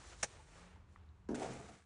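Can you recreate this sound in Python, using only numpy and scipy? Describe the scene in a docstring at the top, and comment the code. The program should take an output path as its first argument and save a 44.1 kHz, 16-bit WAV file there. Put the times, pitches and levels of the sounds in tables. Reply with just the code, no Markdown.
"""A worker in a stiff rain jacket throws wet mortar at concrete steps, outdoors, over far traffic.
The sleeve rustles and swishes; at 0.23 s the trowel hits once, crushing sand and ringing its steel.
A distant motor speeds up. From 1.29 s the load lands as a quick run of dull thuds and a wet splat;
it settles with a low rumble as the blade drags through it with a rush. A last tick, and all fades."""
import sys
import numpy as np
from scipy import signal
from scipy.fft import rfft, irfft
from scipy.io import wavfile

SR = 44100
rng = np.random.default_rng(int(sys.argv[2]) if len(sys.argv) > 2 else 0)


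def pcm_store(signal):
    """Save signal as 16-bit PCM."""
    levels = np.round(np.clip(np.atleast_2d(signal), -1, 1) * 32767)
    wavfile.write(sys.argv[1], SR, levels.astype(np.int16).T)


N = 81585
T = np.arange(N) / SR

# noise spectra: f/Hz, relative density/dB
TRAFFIC_SPECTRUM = [(20, -19), (35, -6), (50, -0.5), (80, 4), (115, -4.5), (160, -13), (300, -16.5),
                    (600, -26.5), (950, -22), (2000, -32.5), (4000, -40), (6000, -50), (10000, -55)]
RUSTLE_SPECTRUM = [(100, -5), (250, -2), (430, 4), (650, -0.5), (1000, 0), (1600, -1.5), (2500, -5.5),
                   (4000, -13.5), (8000, -30)]
SWISH_SPECTRUM = [(1500, -12), (3000, -6.5), (4300, -1.5), (4900, -5), (5600, -1), (7700, -1.5), (8150, -5),
                  (8500, -6.5), (8950, -19), (9500, 1), (10200, -24.5)]
SLUMP_SPECTRUM = [(50, -9), (95, -8), (127, 6), (165, -3.5), (205, 5.5), (290, -2), (420, -19),
                  (800, -42.5)]
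SLIP_SPECTRUM = [(100, -30), (250, -9), (340, -1.5), (440, 6), (580, -5.5), (720, 2), (950, -8.5),
                 (1100, -14.5), (1600, -39), (3000, -57)]
SAND_SPECTRUM = [(600, -27), (1200, 8), (1800, 2.5), (2150, 4), (2800, -1.5), (4800, -5), (6000, -3),
                 (8200, -3), (8950, -18), (9600, -2), (10200, -24)]
SPLAT_SPECTRUM = [(500, 0), (1400, 3), (2600, 3.5), (4500, -2.5), (6500, 2), (9000, 3), (10000, -12)]
SMACK_SPECTRUM = [(300, -15), (900, 8), (1150, -5.5), (1600, -2), (2100, -14), (3600, -21.5), (6000, -15),
                  (8500, -28), (10000, -25)]
KNOCK_SPECTRUM = [(60, -7), (135, -0.5), (190, -1.5), (245, -12.5), (350, 1.5), (520, 0.5), (650, 3),
                  (850, -1.5), (1050, -12.5), (2000, -23)]
CRUSH_SPECTRUM = [(400, -16.5), (1000, -9), (1650, 4), (2700, -2.5), (3700, -3.5), (4700, -8), (5700, 4.5),
                  (7100, 2.5), (7900, -9), (8700, -1.5), (9600, -3), (10100, -12.5)]

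# far engines: t/s, f/Hz, level/dB
RISING_MOTOR = [(0.35, 135, -79), (.5, 158.9, -70), (.62, 175.9, -68), (.78, 187.9, -70.5),
                (1.0, 188.4, -75), (1.25, 185, -74), (1.85, 187.5, -79.5)]
TRAFFIC_DRONE = [(0, 60.3, -68.5), (.25, 53.5, -64.5), (.45, 47.6, -67), (.6, 40.5, -60.5),
                 (.75, 37.97, -92)]
IDLING_ENGINE = [(0, 72.4, -73.5), (.6, 79.77, -72), (1.0, 80, -66), (1.25, 72.1, -67.5), (1.7, 76, -74),
                 (1.85, 75.9, -76)]
# jacket cloth: t/s, rustle level/dB, swish level/dB
JACKET_LEVELS = [(0, -61.5, -66), (.11, -62, -61.5), (.135, -58, -65), (.175, -69, -68.5),
                 (.215, -66.5, -61), (.29, -65.5, -66.5), (.355, -61, -69.5), (.45, -70.5, -74.5),
                 (.585, -61.5, -68), (.67, -65.5, -74), (.75, -67.5, -83), (.86, -81, -92),
                 (.935, -78, -80.5), (1.0, -73, -90.5), (1.16, -89, -90), (1.85, -90.5, -99)]
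# settling mass, dragging blade: t/s, level/dB
SLUMP_LEVELS = [(1.285, -85), (1.3, -48.5), (1.38, -50.5), (1.45, -53.5), (1.52, -50.5), (1.6, -58.5),
                (1.68, -62.5), (1.75, -63.5), (1.8, -80), (1.85, -88)]
DRAG_LEVELS = [(1.345, -52), (1.39, -53), (1.405, -44.5), (1.435, -40), (1.465, -47), (1.5, -48),
               (1.54, -50.5), (1.58, -56), (1.63, -59), (1.695, -59.5), (1.76, -68), (1.795, -75),
               (1.85, -89)]

# grit and light blade touches: t/s, drive level/dB, f/Hz, t60/s
GRIT_TICKS = [(0.015, -51.5, 1330, 0.012), (0.1238, -48.5, 1460, 0.0073), (0.127, -47.5, 600, 0.011),
              (0.395, -57, 871, 0.13), (0.762, -59, 880, 0.047), (0.9598, -44, 1175, 0.0084),
              (0.9605, -50, 1868, 0.0081), (1.09, -63, 3903, 0.0061), (1.687, -51, 713, 0.047),
              (1.823, -63.5, 1635, 0.019)]
# clods landing: t/s, thud level/dB, band centre f/Hz, smack level/dB
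CLOD_LANDINGS = [(1.291, -31, 315, -48), (1.305, -37.5, 373, -55.5), (1.315, -34, 335, -53),
                 (1.3238, -42, 355, -63), (1.3327, -33.5, 333, -67), (1.3397, -35.5, 340, -60),
                 (1.349, -42, 281, -61), (1.3647, -38, 280, -76), (1.381, -37.5, 363, -69),
                 (1.3881, -41, 317, -80)]
# wet spatter, the hit's dull knock, its gritty contacts: t/s, level/dB, t60/s
SPLAT_BURSTS = [(1.3456, -42, 0.021), (1.351, -51.5, 0.043), (1.3554, -49.5, 0.034), (1.397, -48, 0.028)]
KNOCK_BURSTS = [(0.231, -42.5, 0.017), (0.2326, -37, 0.016), (0.239, -38.5, 0.049)]
CRUSH_BURSTS = [(0.2282, -35, 0.026), (0.2307, -25.5, 0.0083), (0.2337, -25.5, 0.0074), (0.234, -43.5, .04),
                (0.24, -37, 0.037), (0.244, -42, 0.011)]
# hollow loaded trowel on the step, mortar-damped steel blade: f/Hz, relative level/dB, t60/s
BODY_MODES = [(248, -41.5, .16), (306, -47.5, .14), (372, -45.5, .12), (428, -42.5, .12), (692, -40.5, .16),
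              (940, -39, .16)]
BLADE_MODES = [(520, -45, 0.038), (850, -45.5, .04), (1238, -44.5, .06), (1658, -39, 0.03),
               (1880, -41.5, 0.021), (2250, -44, .05), (2412, -46.5, .05), (4075, -51.5, .06),
               (5580, -34.5, .04), (5720, -37.5, .04), (6200, -39, .04), (6745, -39.5, .04),
               (7170, -36.5, .045), (8441, -40, .06)]
# echoes off steps and house wall: delay t/s, relative level/dB
WALL_ECHOES = [(.0062, -18.5), (0.0133, -16.5), (0.024, -30)]

TRAFFIC_DB, FADE_START_S, FADE_DB_PER_S = -62.5, 1.68, 78
POP_S, POP_DB, POP_HZ, POP_T60_S = 1.3452, -40, 1480, .013
CLOD_BAND_RATIO, SMACK_LEAD_S, SMACK_T60_S = 1.49, 0.003, 0.069
SING_HZ, SING_DB, SING_T60_S, SING_END_S = 8441, -76.3, 3.1, 0.81
CUTOFF_HZ = 10100


def from_db(db):
    """Decibels to gain."""
    return 10 ** (np.asarray(db) / 20)


def unit_rms(x):
    """Scale to rms 1."""
    return x / np.sqrt(np.mean(x ** 2) + 1e-20)


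def curves(rows):
    """Control table columns at every sample."""
    times_s, *columns = np.transpose(rows)
    return [np.interp(T, times_s, column) for column in columns]


def filtered(x, hz, kind="low"):
    """Butterworth filter, order 2."""
    return signal.sosfilt(signal.butter(2, hz, kind, fs=SR, output="sos"), x)


def coloured(x, spectrum):
    """Shape a white excitation; rms 1."""
    hz, db = np.transpose(spectrum)
    log_hz = np.log(np.maximum(np.arange(N // 2 + 1) * SR / N, 1))
    gain = from_db(np.interp(log_hz, np.log(hz), db))
    return unit_rms(irfft(rfft(x) * gain, N))


def grains(per_s, spread_db=0):
    """Random clicks, uneven in size by spread_db; rms 1."""
    sizes = from_db(spread_db * np.minimum(rng.exponential(1, N), 4))
    signs = rng.choice([-1, 1], N)
    return unit_rms(sizes * signs * (rng.random(N) < per_s / SR))


def flutter(rate_hz, depth_db):
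    """Randomly wandering gain."""
    wander = filtered(rng.standard_normal(2 * N), rate_hz)[N:]
    return from_db(depth_db * unit_rms(wander))


def burst(start_s, db, t60_s, attack_s=.0004):
    """Contact envelope: fast rise, exponential fall."""
    age_s = np.maximum(T - start_s, 0)
    return from_db(db - 60 * age_s / t60_s) * (1 - np.exp(-age_s / attack_s))


def bursts(rows):
    """Summed contact envelopes."""
    return sum(burst(*row) for row in rows)


def click(at_s):
    """Unit impulse."""
    return np.maximum(1 - np.abs(T - at_s) * SR, 0) + 1e-18


def ring(x, hz, t60_s):
    """Resonator: a unit click gives a decaying sine of height 1."""
    radius = np.exp(-np.log(1000) / (t60_s * SR))
    angle = 2 * np.pi * hz / SR
    return signal.lfilter([0, np.sin(angle)], [1, -2 * radius * np.cos(angle), radius ** 2], x + 1e-18)


def traffic():
    """Far traffic rumble, sinking at the end."""
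    level_db = TRAFFIC_DB - FADE_DB_PER_S * np.maximum(T - FADE_START_S, 0)
    return from_db(level_db) * coloured(rng.standard_normal(N), TRAFFIC_SPECTRUM)


def engine(rows):
    """Far engine: one slightly unsteady tone."""
    hz, db = curves(rows)
    tone = np.sqrt(2) * np.sin(2 * np.pi * np.cumsum(hz) / SR)
    return from_db(db) * tone * flutter(rate_hz=4.6, depth_db=2.5)


def jacket():
    """Stiff cloth crumples and slides over itself as the arm swings."""
    rustle_db, swish_db = curves(JACKET_LEVELS)
    rustle = coloured(grains(per_s=2500), RUSTLE_SPECTRUM) * flutter(rate_hz=40, depth_db=0.5)
    swish = coloured(grains(per_s=14000, spread_db=1), SWISH_SPECTRUM)
    return from_db(rustle_db) * rustle + from_db(swish_db) * swish


def ticks():
    """Grit drops, the blade touches lightly: soft taps, one short ring each."""
    out = 0
    for at_s, db, hz, t60_s in GRIT_TICKS:
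        tap = filtered(click(at_s), [hz / 1.5, hz * 1.5], "band")
        out += from_db(db) * ring(tap, hz, t60_s)
    return out


def slump():
    """The heavy wet mass settles with a low rumble."""
    level_db, = curves(SLUMP_LEVELS)
    rumble = coloured(grains(per_s=1300, spread_db=3), SLUMP_SPECTRUM)
    return from_db(level_db) * rumble * (T > SLUMP_LEVELS[0][0])


def trowel_body(drive):
    """The loaded trowel rings hollow against the step."""
    return sum(from_db(db) * ring(drive, hz, t60_s) for hz, db, t60_s in BODY_MODES)


def drag():
    """The blade slips through mortar with a low rush; sand hisses, coarse grains crackle."""
    level_db, = curves(DRAG_LEVELS)
    contact = np.clip((T - DRAG_LEVELS[0][0]) / 0.011, 0, 1)
    slips = contact * from_db(level_db) * coloured(grains(per_s=900, spread_db=-1.5), SLIP_SPECTRUM)
    grit = grains(per_s=5000) + from_db(-11) * grains(per_s=230, spread_db=4)
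    sand = coloured(grit, SAND_SPECTRUM) * flutter(rate_hz=51, depth_db=1)
    sand_db = -29 + 0.56 * level_db  # follows blade pressure less than the rush does
    return slips + contact * from_db(sand_db) * sand + from_db(-15.5) * trowel_body(slips)


def splat():
    """An air pocket pops; the wet mass bursts into fine spatter."""
    pop = from_db(POP_DB) * ring(click(POP_S), POP_HZ, POP_T60_S)
    spatter = coloured(grains(per_s=7700, spread_db=2.5), SPLAT_SPECTRUM) * bursts(SPLAT_BURSTS)
    return pop + spatter


def clods():
    """Each soft clod lands with a short thud and a faint smack; the thuds ring the trowel."""
    thuds, smack_envelope = 0, 0
    for at_s, thud_db, hz, smack_db in CLOD_LANDINGS:
        thud = filtered(click(at_s), [hz / CLOD_BAND_RATIO, hz * CLOD_BAND_RATIO], "band")
        thud = filtered(thud, hz=620, kind="low")
        thud = filtered(thud, hz=110, kind="high")
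        thuds += from_db(thud_db) * thud / np.abs(thud).max()
        smack_envelope += burst(at_s - SMACK_LEAD_S, smack_db, SMACK_T60_S)
    smacks = smack_envelope * coloured(grains(per_s=6000, spread_db=3.5), SMACK_SPECTRUM)
    return thuds + from_db(-5) * trowel_body(thuds) + smacks


def trowel_hit():
    """Quick contacts crush sand over a dull knock; the hardest rings the steel."""
    crush = coloured(grains(per_s=16000, spread_db=1.5), CRUSH_SPECTRUM) * bursts(CRUSH_BURSTS)
    knock = coloured(grains(per_s=8000, spread_db=-0.5), KNOCK_SPECTRUM) * bursts(KNOCK_BURSTS)
    hardest_s = max(CRUSH_BURSTS, key=lambda row: row[1])[0]
    steel = sum(burst(hardest_s, db, t60_s) * np.sin(2 * np.pi * (hz * T + rng.random()))
                for hz, db, t60_s in BLADE_MODES)
    # one faint mode sings on until mortar damps it
    sing = burst(hardest_s, SING_DB, SING_T60_S) * np.sin(2 * np.pi * SING_HZ * T)
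    damping = np.clip((SING_END_S - T) / .1, 0, 1)
    return crush + knock + steel + sing * damping


def scene():
    """Background, jacket, and the work with its short echoes; mono."""
    background = traffic() + engine(RISING_MOTOR) + engine(TRAFFIC_DRONE) + engine(IDLING_ENGINE)
    work = ticks() + slump() + drag() + splat() + clods() + trowel_hit()
    echoes = sum(from_db(db) * np.interp(T - delay_s, T, work) for delay_s, db in WALL_ECHOES)
    return (background + jacket() + work + echoes)[None]


def record(dry):
    """Steep low-pass."""
    return signal.sosfilt(signal.ellip(8, .3, 70, CUTOFF_HZ, fs=SR, output="sos"), dry)


dry = scene()
out = record(dry)
pcm_store(out)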